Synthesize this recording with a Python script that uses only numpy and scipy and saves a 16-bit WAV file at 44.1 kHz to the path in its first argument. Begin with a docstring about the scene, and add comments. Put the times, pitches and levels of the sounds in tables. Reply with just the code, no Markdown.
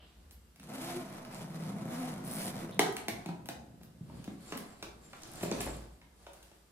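"""Zipping a hard suitcase.

Two sliders run round a plastic case on a bed in a small bare room; their parting teeth buzz through
the shell, rasp and tick. A pull tab snaps against the shell and rings its modes. Hands shift on the
case, and the lid swings over, rustling its lining, until it lands with a soft thump."""
import sys
import numpy as np
from scipy import signal
from scipy.fft import rfft, irfft, next_fast_len
from scipy.io import wavfile
from scipy.ndimage import uniform_filter1d, map_coordinates

SR = 44100
rng = np.random.default_rng(int(sys.argv[2]) if len(sys.argv) > 2 else 0)


def to_wav(s):
    """Save 16-bit WAV."""
    ch = np.atleast_2d(s).T  # columns
    pcm = np.round(np.clip(ch, -1, 1) * 32767)  # PCM
    wavfile.write(sys.argv[1], SR, pcm.astype(np.int16))


N = 296043
TIME_S = np.arange(N) / SR

# Slider speeds. Each row: time in seconds, teeth per second.
LEFT_SPEED = [(.58, 62.3), (.68, 195), (.75, 270), (1.0, 250), (1.1, 194), (1.25, 148), (1.45, 175),
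              (1.6, 180), (1.72, 191), (1.9, 231), (2.0, 259), (2.08, 250), (2.18, 201), (2.3, 216),
              (2.45, 198), (2.66, 146), (2.74, 88)]
RIGHT_SPEED = [(.6, 70.44), (.75, 210), (.83, 339.1), (.9, 365), (.95, 339.9), (1.0, 365), (1.08, 228.1),
               (1.2, 160), (1.35, 138.3), (1.75, 175.7), (2.05, 165.6), (2.27, 98.5), (2.33, 126.1),
               (2.56, 110.8), (2.74, 50.4)]
# Uneven parting of the teeth. Each row: time in seconds, timing scatter in teeth.
TOOTH_JITTER = [(.6, .14), (.8, .05), (1.02, .04), (1.1, .2), (1.36, .2), (1.44, .08), (1.65, .1),
                (1.88, .11), (1.97, .045), (2.07, .045), (2.14, .2), (2.74, .26)]
# Shell drive and grating along the zip. Each row: time in seconds, gain in dB.
BUZZ_DRIVE = [(.6, -5), (.77, -4), (.92, -7.5), (1.0, -2), (1.06, -6.5), (1.36, -3.5), (1.45, 1.5),
              (1.52, -0.5), (1.62, 5), (2.04, 1), (2.24, 2.5), (2.66, 3.5)]
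RASP_DRIVE = [(.6, -14), (.72, 1.5), (.82, -4.5), (.91, -0.5), (1.03, -0.5), (1.2, 2), (1.5, -0.5),
              (1.8, 2.5), (2.0, 1), (2.25, 2), (2.5, -0.5), (2.72, 7)]
# Gestures. Each row: start in seconds, hold in seconds, gain in dB.
DRAGS = [(.74, .019, 5), (.81, 0.037, 8.5), (.88, 0.078, 7), (1.11, 0.11, 2), (1.33, 0.012, 7.5),
         (1.41, 0.02, 6), (1.6, 0.091, 3), (1.92, .07, 5), (2.01, 0.13, 6.5), (2.3, 0.093, 8.5),
         (2.41, 0.075, 13.5), (2.54, .11, 8.5)]  # a slider drags and scrapes harder
OPEN_RUN = [(2.252, 0.058, -49), (2.31, .18, -45)]  # the right slider rounds the near corner
RUBS = [(0.0, 0.77, -69), (2.7, 0.28, -54), (3.12, 0.11, -51), (3.42, 0.21, -54), (3.58, 0.37, -56.5),
        (4.12, 0.16, -50), (4.33, 0.13, -58), (4.6, 0.33, -63.5), (4.92, 0.54, -63.5), (5.43, 0.34, -49),
        (6.0, 0.17, -69)]  # hands slide on the shell
THUMPS = [(0.0, 0.032, -60.5), (.2, 0.17, -57), (4.2, 0.093, -67), (4.87, 0.064, -59), (5.63, 0.13, -46.5),
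          (6.25, 0.21, -64.5)]  # the case rocks, the lid lands
# Tooth overtones meeting shell modes. Each row: peak time in seconds, half length in seconds,
# frequency in Hz, level in dB.
SHELL_TONES = [(.895, 0.038, 722, -45.5), (.965, 0.038, 356, -38), (2.026, 0.041, 255, -41.5),
               (2.048, 0.031, 714, -46), (2.47, 0.046, 702.4, -50), (2.641, 0.042, 330, -44.5)]
# Spectra. Each row: frequency in Hz, gain in dB.
BUZZ_SPECTRUM = [(41, -67), (70, -19), (120, 2), (170, 4.5), (215, 2.5), (258, -1), (287, -8), (350, -6.5),
                 (440, -33.5), (520, -12.5), (610, -27), (720, -22), (840, -28.5), (1140, -120)]
RASP_SPECTRUM = [(240, -13), (370, 0.5), (440, 0.5), (499, -4.5), (617, 0), (730, 1), (812, -5.5),
                 (900, -4), (1130, -5.5), (2080, -14), (2240, -13.5), (3210, -24.5), (5000, -25.5),
                 (6500, -22), (11000, -120)]
HIDDEN_TICK_SPECTRUM = [(1760, -2.5), (3000, -1.5), (4400, -3.5), (6300, -7.5), (8500, -6.5), (10500, -3.5),
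                        (13000, -6), (14700, -9.5), (16000, -26)]  # teeth behind the case
OPEN_TICK_SPECTRUM = [(1760, -28), (3000, -16), (4630, -6), (7300, -8), (9000, 2), (10300, 7), (12900, -4),
                      (15200, -6), (16000, -22)]
FLEX_SPECTRUM = [(210, 10.5), (320, 0)]  # the shell gives most at its lowest modes
RUB_SPECTRUM = [(41, -41), (70, 5), (81, -6.5), (134, 3.5), (168, 3.5), (246, -1.5), (356, -12.5),
                (459, -16.5), (520, -13), (680, -21.5), (1140, -120)]
CLOTH_SPECTRUM = [(240, -3.5), (400, -4), (484, -7), (526, -7.5), (598, -7), (664, -6), (1020, -12),
                  (1110, -12), (5000, -22), (6500, -43), (11000, -120)]
LINING_SPECTRUM = [(2350, -9), (3200, -7.5), (4300, -6.5), (6220, -8), (7480, -7.5), (9770, -5.5),
                   (11700, -11), (14700, -13), (16000, -32)]
AIR_SPECTRUM = [(15, -47), (25, -30), (70, 7.5), (115, -11), (200, -4.5), (310, -15), (775, -19.5),
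                (1790, -21.5), (6050, -26), (8590, -24.5), (14400, -26.5), (16000, -45)]
# Resonances. Each row: frequency in Hz, width in Hz, gain in dB.
SHELL_MODES = [(170, 13.7, 10.5), (210, 8.2, 3.5), (265, 32, -2), (328, 51, 7.5), (402.7, 12, 7),
               (553, 16, 5), (691, 130, 1), (820, 250, -4), (960, 150, -7.5), (1570, 670, -12),
               (2560, 1670, -8.5), (4000, 510, -14), (6000, 1100, -18.5), (9800, 2100, -37),
               (14500, 5600, -51)]
TAB_CRACK_MODES = [(365, 50, 2), (920, 690, -9.5), (2130, 350, -17), (9900, 3300, -17.5),
                   (13000, 4000, -22.5)]  # what a hard tab adds to the shell's ring
TAB_MODES = [(4130, 60, -22), (4930, 46, -27.5), (6550, 19, -11.5), (9700, 28, -27), (13200, 26.5, -23),
             (15270, 13, -16)]
ROOM_MODES = [(58.1, 5.8, -9), (74.35, 1.3, -20.5)]
# Blows on the shell. Each row: start in seconds, level in dB, low cutoff in Hz, tilt in dB per octave,
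# frequency the struck spot favours in Hz, its lift in dB.
TAB_HITS = [(.31, -59, 690, 5, 11800, -3), (.56, -63.5, 494, 2.5, 2720, 2), (.598, -59, 220, 2.5, 2500, 6),
            (2.793, -23.5, 318, 0, 446.6, 3), (2.925, -52.5, 2000, 8, 12000, -1),
            (2.967, -41.5, 1400, -1.5, 9900, 6), (3.083, -33.5, 197, 0.7, 1890, 4.5),
            (3.26, -41, 92, -0.9, 8700, 0.5), (3.458, -53.5, 147, 1.5, 12300, 6),
            (3.488, -40, 287, 0.56, 635, 2), (3.833, -61, 300, 2.5, 12300, 2),
            (4.576, -46, 280, 2, 13500, 3)]
BUMPS = [(2.765, -44.5, 90, -6, 170, 11), (3.288, -39, 108.7, -2.5, 960, 7.5),
         (3.812, -57.5, 150, -1.5, 750, 5), (4.007, -44, 80, -11.5, 175, 2),
         (4.097, -55.5, 332, -4.5, 1050, 9.5), (4.185, -49, 120, -6, 201, 5),
         (4.242, -56, 400, 4.2, 2500, 1), (4.277, -43.5, 215, -2.5, 265, 7),
         (4.522, -39.5, 260, -.5, 1350, 5), (4.551, -42.5, 255, -1, 248, 14),
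         (4.826, -43, 260, 1.5, 1430, 2.5), (5.131, -51, 900, -3.5, 1400, 5),
         (5.41, -49, 300, -0.5, 1750, 4), (5.431, -34, 182, -1.5, 466, 7), (5.456, -43.5, 298, -6, 530, 13),
         (5.514, -33.5, 298, -3, 396, 3), (5.606, -41, 200, 1.5, 810, 2), (5.665, -43.5, 403, -4.5, 736, 3),
         (5.77, -55.5, 330, -2, 520, 7), (6.015, -63, 900, -2, 2200, 6), (6.266, -50.5, 622, -3, 495, 3.5),
         (6.333, -59.5, 2010, 6, 10700, 5), (6.428, -60, 1500, 8, 3000, 6.5), (6.515, -62, 228, 0, 606, 5)]  # hands and lid
# Near panel modes. Each row: frequency in Hz, level in dB, 60 dB decay time in seconds.
PANEL_MODES = [(354, -23, 0.044), (2144, -17, 0.017), (9900, -26, 0.0018)]
# Swinging tabs. Each row: start in seconds, gain in dB, frequency in Hz, width in Hz.
TAB_PINGS = [(.318, -55, 11700, 900), (3.085, -48, 12400, 297), (3.46, -60, 12400, 198),
             (3.825, -61, 12100, 170)]
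# Stiff lining and packets. Each row: start in seconds, level in dB, centre in Hz, width in octaves.
CRACKLES = [(4.243, -63, 9000, .5), (4.572, -39, 13500, .4), (4.587, -45, 11000, .4),
            (5.167, -55, 8000, .5), (5.221, -48, 7200, 0.55), (5.234, -41, 6000, 0.49),
            (5.278, -52, 8500, .7), (5.317, -45, 9500, 0.29), (5.324, -49, 7500, .6),
            (5.336, -43, 8500, 0.56), (5.357, -44, 7400, .7), (5.427, -38, 7300, .7),
            (5.436, -36, 11000, 0.59), (5.514, -32.5, 6200, 0.27), (5.524, -31, 4400, 0.22),
            (5.551, -49, 4000, .6), (5.606, -34, 7200, 0.33), (5.613, -29.5, 10100, 0.25),
            (5.629, -38, 10000, .22), (5.66, -37, 10000, .3), (5.768, -49, 7800, .4), (5.84, -54, 4500, .6)]
# Sleeves and lining brushing the case. Each row: start in seconds, hold in seconds, cloth level in dB,
# nylon level in dB.
RUSTLES = [(0.0, 0.013, -62, -91), (0.155, 0.16, -72.5, -80), (3.22, 0.014, -57.5, -66),
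           (3.6, 0.27, -76, -97.5), (4.133, 0.16, -59, -65.5), (4.483, 0.035, -55, -56),
           (4.627, 0.11, -59.5, -65), (4.85, .005, -58.5, -67), (5.056, 0.23, -61, -64.5),
           (5.243, 0.033, -56.5, -58.5), (5.358, 0.05, -51, -59), (5.435, 0.014, -55, -49.5),
           (5.534, 0.053, -58, -60), (5.618, 0.016, -42.5, -46.5), (5.656, 0.012, -50.5, -66),
           (6.227, 0.23, -65.5, -67.5), (6.507, 0.039, -89, -70)]
# Thin squeaks. Each row: peak time in seconds, half length in seconds, frequency in Hz, width in Hz,
# level in dB.
SQUEAKS = [(0.015, 0.046, 3050, 450, -68), (0.025, 0.15, 3280, 1700, -74), (2.729, 0.0082, 3695, 800, -56),
           (4.49, 0.023, 7330, 200, -61), (4.696, .025, 7580, 200, -67), (5.054, 0.019, 7360, 200, -60.5),
           (5.38, .012, 7340, 240, -57), (5.438, 0.015, 7400, 240, -50.5), (5.706, 0.013, 7530, 380, -54.5)]
# Room reverberation. Each row: frequency in Hz, 60 dB decay time in seconds.
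ROOM_T60 = [(150, 0.6), (450, 0.69), (1000, 0.64), (2800, 0.38), (7300, 0.4), (15000, 0.2)]

ZIP_START_S, ZIP_LENGTH_S, USUAL_TEETH_PER_S = .6, 2.16, 200
BUZZ_BASE_DB, RASP_BASE_DB, TICK_BASE_DB = -43.5, -51.5, -56.5


def zipper():
    """Parting teeth buzz the shell, rasp and tick, louder with speed; drag lifts the rasp and ticks."""
    left_rate, right_rate = curve(LEFT_SPEED), curve(RIGHT_SPEED)
    speed = (left_rate + right_rate) / 2 / USUAL_TEETH_PER_S
    grip_db = 1.3 * wobble(70)  # sliders catch and come free
    surge_db = .8 * wobble(20)  # hands pull in surges
    drag = np.maximum(1, swell(DRAGS, 210, 150)) * amp(grip_db + surge_db)
    jitter = curve(TOOTH_JITTER)
    pushes = teeth(left_rate, jitter, scatter_db=3) + teeth(right_rate, jitter, scatter_db=2.5)
    clicks = teeth(right_rate, jitter_teeth=.08, scatter_db=2)

    flexing = filtered(pushes, lambda hz: bending(hz, travel_s=.003986))
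    buzz = texture(flexing, BUZZ_SPECTRUM, wet_db=-6)
    buzz *= amp(BUZZ_BASE_DB + curve(BUZZ_DRIVE)) * speed ** 1.05

    grating = unit(flexing) + .3 * unit(friction(pushes, decay_s=.001))
    grating += .7 * unit(friction(slips(90, 5), decay_s=.0012))
    rasp = texture(grating, RASP_SPECTRUM, wet_db=.5, lag_samples=-3)
    rasp *= amp(RASP_BASE_DB + curve(RASP_DRIVE)) * speed ** .9 * drag ** .46

    ticking = unit(friction(pushes, decay_s=.001)) + .8 * unit(friction(slips(70, 4.5), decay_s=.0007))
    hidden_ticks = texture(ticking, HIDDEN_TICK_SPECTRUM, wet_db=0, lag_samples=-5)
    hidden_ticks *= amp(TICK_BASE_DB) * speed ** .8 * drag
    open_ticks = texture(friction(clicks, decay_s=.0009), OPEN_TICK_SPECTRUM, wet_db=-3, lag_samples=-6)
    open_ticks *= swell(OPEN_RUN, 1160, 620)

    moving = swell([(ZIP_START_S, ZIP_LENGTH_S, 0)], rise_db_per_s=1900, fall_db_per_s=50)
    return moving * (buzz + rasp + hidden_ticks + open_ticks + shell_tones(pushes))


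def teeth(teeth_per_s, jitter_teeth, scatter_db):
    """One push per parting pair of teeth; faster is harder."""
    passed = np.cumsum(teeth_per_s * amp(.3 * wobble(35))) / SR
    timing, strength = rng.standard_normal((int(passed[-1]), 2)).T
    tooth = np.arange(len(timing))
    offset = np.interp(tooth, passed, jitter_teeth * np.ones(N)) * timing
    at = np.searchsorted(passed, tooth + offset).clip(0, N - 1)
    force = (teeth_per_s[at] / USUAL_TEETH_PER_S) ** 1.3 * amp(scatter_db * strength)
    return np.bincount(at, force, N)


def shell_tones(pushes, width_hz=31):
    """Single shell modes swell briefly under the run of the teeth."""
    tones = np.zeros(N)
    for peak_s, half_s, mode_hz, db in SHELL_TONES:
        mode = filtered(pushes, lambda hz: 1 / (1 + ((hz - mode_hz) / width_hz) ** 2))
        tones += amp(db) * bell_curve(peak_s, half_s) * levelled(mode[None], window_samples=2500)[0]
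    return tones


def knocks():
    """Metal tabs crack and jingle on the shell; hands and lid meet it more softly."""
    tabs = blows(TAB_HITS, SHELL_MODES + TAB_CRACK_MODES + TAB_MODES, settle_gain=.08, settle_s=.005)
    bumps = blows(BUMPS, SHELL_MODES, settle_gain=.2, settle_s=.006)
    return tabs + bumps + panel_snap()


def blows(hits, modes, settle_gain, settle_s):
    """A push and settling noise ring the modes; small contacts miss the lows, hard ones lift the highs."""
    out, size = np.zeros((2, N + SR)), 24576
    t, hz = np.arange(size) / SR, np.fft.rfftfreq(size, 1 / SR) + 1
    radiation = hz ** 2 / (hz ** 2 + 110 ** 2)  # case too small for deep bass
    shell = resonances(modes, hz) * radiation * amp(log_interp(FLEX_SPECTRUM, hz))
    for start_s, db, cutoff_hz, tilt_db_per_oct, spot_hz, spot_db in hits:
        contact = (t == 0) + settle_gain * np.exp(-t / settle_s) * rng.standard_normal(size)
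        touch = amp(tilt_db_per_oct * np.log2(hz / cutoff_hz)) / np.hypot(1, (cutoff_hz / hz) ** 3)
        spot = amp(spot_db * np.exp(-(np.log2(hz / spot_hz) / .41) ** 2))
        colour = shell * touch * spot
        ring = irfft(rfft(contact) * minimum_phase(colour) * bending(hz, travel_s=.002))
        ring = room(ring, wet_db=-1.2, lag_samples=5)
        out[:, round(start_s * SR):][:, :size] += amp(db) * balanced(ring, colour, hz)
    return out[:, :N]


def panel_snap(start_s=2.7932, cutoff_hz=170):
    """The hardest tab hit snaps the near panel: a dry, pitched crack from too small an area for bass."""
    age_s = (TIME_S - start_s).clip(0)
    crack = sum(amp(db - 60 * age_s / t60_s) * np.sin(2 * np.pi * hz * age_s)
                for hz, db, t60_s in PANEL_MODES)
    return filtered(crack, lambda hz: (1j * hz / (1j * hz + cutoff_hz)) ** 3)


def tab_pings(attack_s=.0065, decay_s=.022):
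    """A free tab rings on its loop at one high pitch."""
    ring = np.zeros(N)
    for start_s, db, hz, width_hz in TAB_PINGS:
        age_s = (TIME_S - start_s).clip(0)
        envelope = (1 - np.exp(-age_s / attack_s)) * np.exp(-age_s / decay_s)
        ring += amp(db) * envelope * band_noise(hz, width_hz)
    return room(ring, wet_db=-5, lag_samples=3)


def crackles(decay_s=.0018):
    """Each crease that flips gives one short, bright snap."""
    snaps, t = np.zeros(N), np.arange(2048) / SR
    for start_s, db, centre_hz, width_oct in CRACKLES:
        band = lambda hz: 1 / (1 + (np.log2((hz + 1) / centre_hz) / width_oct) ** 2)
        burst = unit(filtered(rng.standard_normal(len(t)), band))
        snaps[round(start_s * SR):][:len(t)] += amp(db) * np.exp(-t / decay_s) * burst
    return room(snaps, wet_db=-3.5, lag_samples=4)


def handling():
    """Hands rub the shell; sleeves and nylon lining rustle in tiny slips."""
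    rub = texture(friction(slips(150, 6), decay_s=.0019), RUB_SPECTRUM, wet_db=.5)
    cloth = texture(friction(slips(500, 5.5), decay_s=.0011), CLOTH_SPECTRUM, wet_db=4.5, lag_samples=3)
    lining = texture(friction(slips(420, 6), decay_s=.00045), LINING_SPECTRUM, wet_db=8, lag_samples=5)
    strokes = np.array(RUSTLES)
    layers = (rub, RUBS), (cloth, strokes[:, :3]), (lining, strokes[:, [0, 1, 3]])
    return sum(sound * swell(rows, rise_db_per_s=118, fall_db_per_s=85) for sound, rows in layers)


def squeaks():
    """Faint narrow-band squeaks as the case is moved."""
    thin = sum(amp(db) * bell_curve(peak_s, half_s) * band_noise(hz, width_hz)
               for peak_s, half_s, hz, width_hz, db in SQUEAKS)
    return room(thin, wet_db=0)


def room_boom(rest_db=-77):
    """The room's lowest modes swell as the case shifts and the lid lands."""
    low = sum(amp(db) * band_noise(hz, width_hz) for hz, width_hz, db in ROOM_MODES)
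    envelope = np.hypot(amp(rest_db), swell(THUMPS, rise_db_per_s=200, fall_db_per_s=58))
    return envelope * levelled(np.array([low, low]))


def room_air(level_db=-65.5):
    """Steady, quiet room noise."""
    return amp(level_db) * unit(coloured(room(rng.standard_normal(N), wet_db=9), AIR_SPECTRUM))


def room(x, wet_db, lag_samples=0):
    """Mono to stereo: direct sound plus wall reflections; positive lag delays the left direct sound."""
    hz, t, tail = signal.stft(rng.standard_normal((2, SR // 2)), SR, nperseg=256)
    tail = tail * amp(-60 * t / log_interp(ROOM_T60, hz)[:, None]) * (1 - np.exp(-t / .005))
    tail[1] *= np.clip(hz[:, None] / 800, .15, 1)  # long waves reach both sides alike
    mid, side = signal.istft(tail, SR, nperseg=256)[1]
    response = np.array([mid + side, mid - side])
    response *= amp(wet_db) / np.linalg.norm(response[0])
    response[[0, 1], [max(lag_samples, 0), max(-lag_samples, 0)]] += 1
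    return signal.fftconvolve(x[None], response, axes=1)[:, :len(x)]


def slips(per_s, scatter_db):
    """Tiny slips as random impulses."""
    return (rng.random(N) < per_s / SR) * amp(scatter_db * rng.standard_normal(N))


def friction(pushes, decay_s):
    """Each push sets off a burst of friction noise."""
    return signal.lfilter([1], [1, -np.exp(-1 / (decay_s * SR))], pushes) * rng.standard_normal(N)


def bending(hz, travel_s):
    """Bending waves cross the shell highs first; 300 Hz takes travel_s."""
    return np.exp(-4j * np.pi * travel_s * np.sqrt(hz * 300))


def resonances(modes, hz):
    """Gain of modes whose powers add."""
    return np.sqrt(sum(np.abs(amp(db) * hz * width / (centre ** 2 - hz ** 2 + 1j * hz * width)) ** 2
                       for centre, width, db in modes))


def minimum_phase(gain):
    """The earliest causal response with this gain."""
    cepstrum = irfft(np.log(gain + 1e-9))
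    half = len(cepstrum) // 2
    return np.exp(rfft(np.r_[cepstrum[0], 2 * cepstrum[1:half], np.zeros(half)]))


def balanced(ring, colour, hz):
    """Equalise a ring: attack near rms 1, shared among eight bands according to colour."""
    size, attack_samples, edges_hz = ring.shape[1], SR // 40, np.geomspace(130, 16000, 9)
    by_band = lambda power: np.histogram(hz, edges_hz, weights=power)[0]
    attack_power = np.mean(np.abs(rfft(ring[:, :attack_samples], size)) ** 2, 0)
    band_power = by_band(attack_power) * 2 / (size * attack_samples)
    share = by_band(colour ** 2) / np.sum(colour ** 2)
    spectrum = np.c_[np.sqrt(edges_hz[1:] * edges_hz[:-1]), 10 * np.log10(share / band_power)]
    return irfft(rfft(ring) * minimum_phase(amp(log_interp(spectrum, hz))))


def texture(x, spectrum, wet_db, lag_samples=0):
    """x in the room, coloured and held at rms 1."""
    return levelled(coloured(room(x, wet_db, lag_samples), spectrum))


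def band_noise(centre_hz, width_hz):
    """A wavering tone: narrow-band noise at rms 1."""
    return unit(filtered(rng.standard_normal(N), lambda hz: np.exp(-((hz - centre_hz) / width_hz) ** 2)))


def swell(gestures, rise_db_per_s, fall_db_per_s):
    """Envelope of gestures that rise, hold and fall; powers add."""
    power = np.zeros(N)
    for start_s, hold_s, db in gestures:
        before_s, after_s = (start_s - TIME_S).clip(0), (TIME_S - start_s - hold_s).clip(0)
        power += amp(db - rise_db_per_s * before_s - fall_db_per_s * after_s) ** 2
    return np.sqrt(power)


def bell_curve(peak_s, half_s):
    """Gaussian envelope."""
    return np.exp(-((TIME_S - peak_s) / half_s) ** 2)


def wobble(knots_per_s):
    """Smooth random curve."""
    return map_coordinates(rng.standard_normal(1000), [TIME_S * knots_per_s])


def curve(points):
    """(s, value) points read at every sample."""
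    return np.interp(TIME_S, *np.transpose(points))


def log_interp(points, hz):
    """(Hz, value) points read on a log axis."""
    points_hz, values = np.transpose(points)
    return np.interp(np.log(hz + 1), np.log(points_hz + 1), values)


def coloured(x, spectrum):
    """x filtered by a (Hz, dB) spectrum."""
    return filtered(x, lambda hz: amp(log_interp(spectrum, hz)))


def filtered(x, response):
    """x through a complex frequency response."""
    size = x.shape[-1]
    padded = next_fast_len(size + 8192)
    return irfft(rfft(x, padded) * response(np.fft.rfftfreq(padded, 1 / SR)), padded)[..., :size]


def levelled(x, window_samples=5000):
    """x held at running rms 1, fast grain kept."""
    return x / np.sqrt(np.abs(uniform_filter1d(np.mean(x ** 2, 0), window_samples)) + 1e-20)


def unit(x):
    """x at rms 1."""
    return x / np.sqrt(np.mean(x ** 2) + 1e-20)


def amp(db):
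    """dB to gain."""
    return 10 ** (np.asarray(db) / 20)


def scene():
    """All sources over the room's air."""
    air = room_air()
    return zipper() + knocks() + tab_pings() + crackles() + handling() + squeaks() + room_boom() + air


def record(dry):
    """Steep low-pass at 15.8 kHz."""
    return filtered(dry, lambda hz: 1 / (1 + (hz / 15800) ** 120))


dry = scene()
out = record(dry)
to_wav(out)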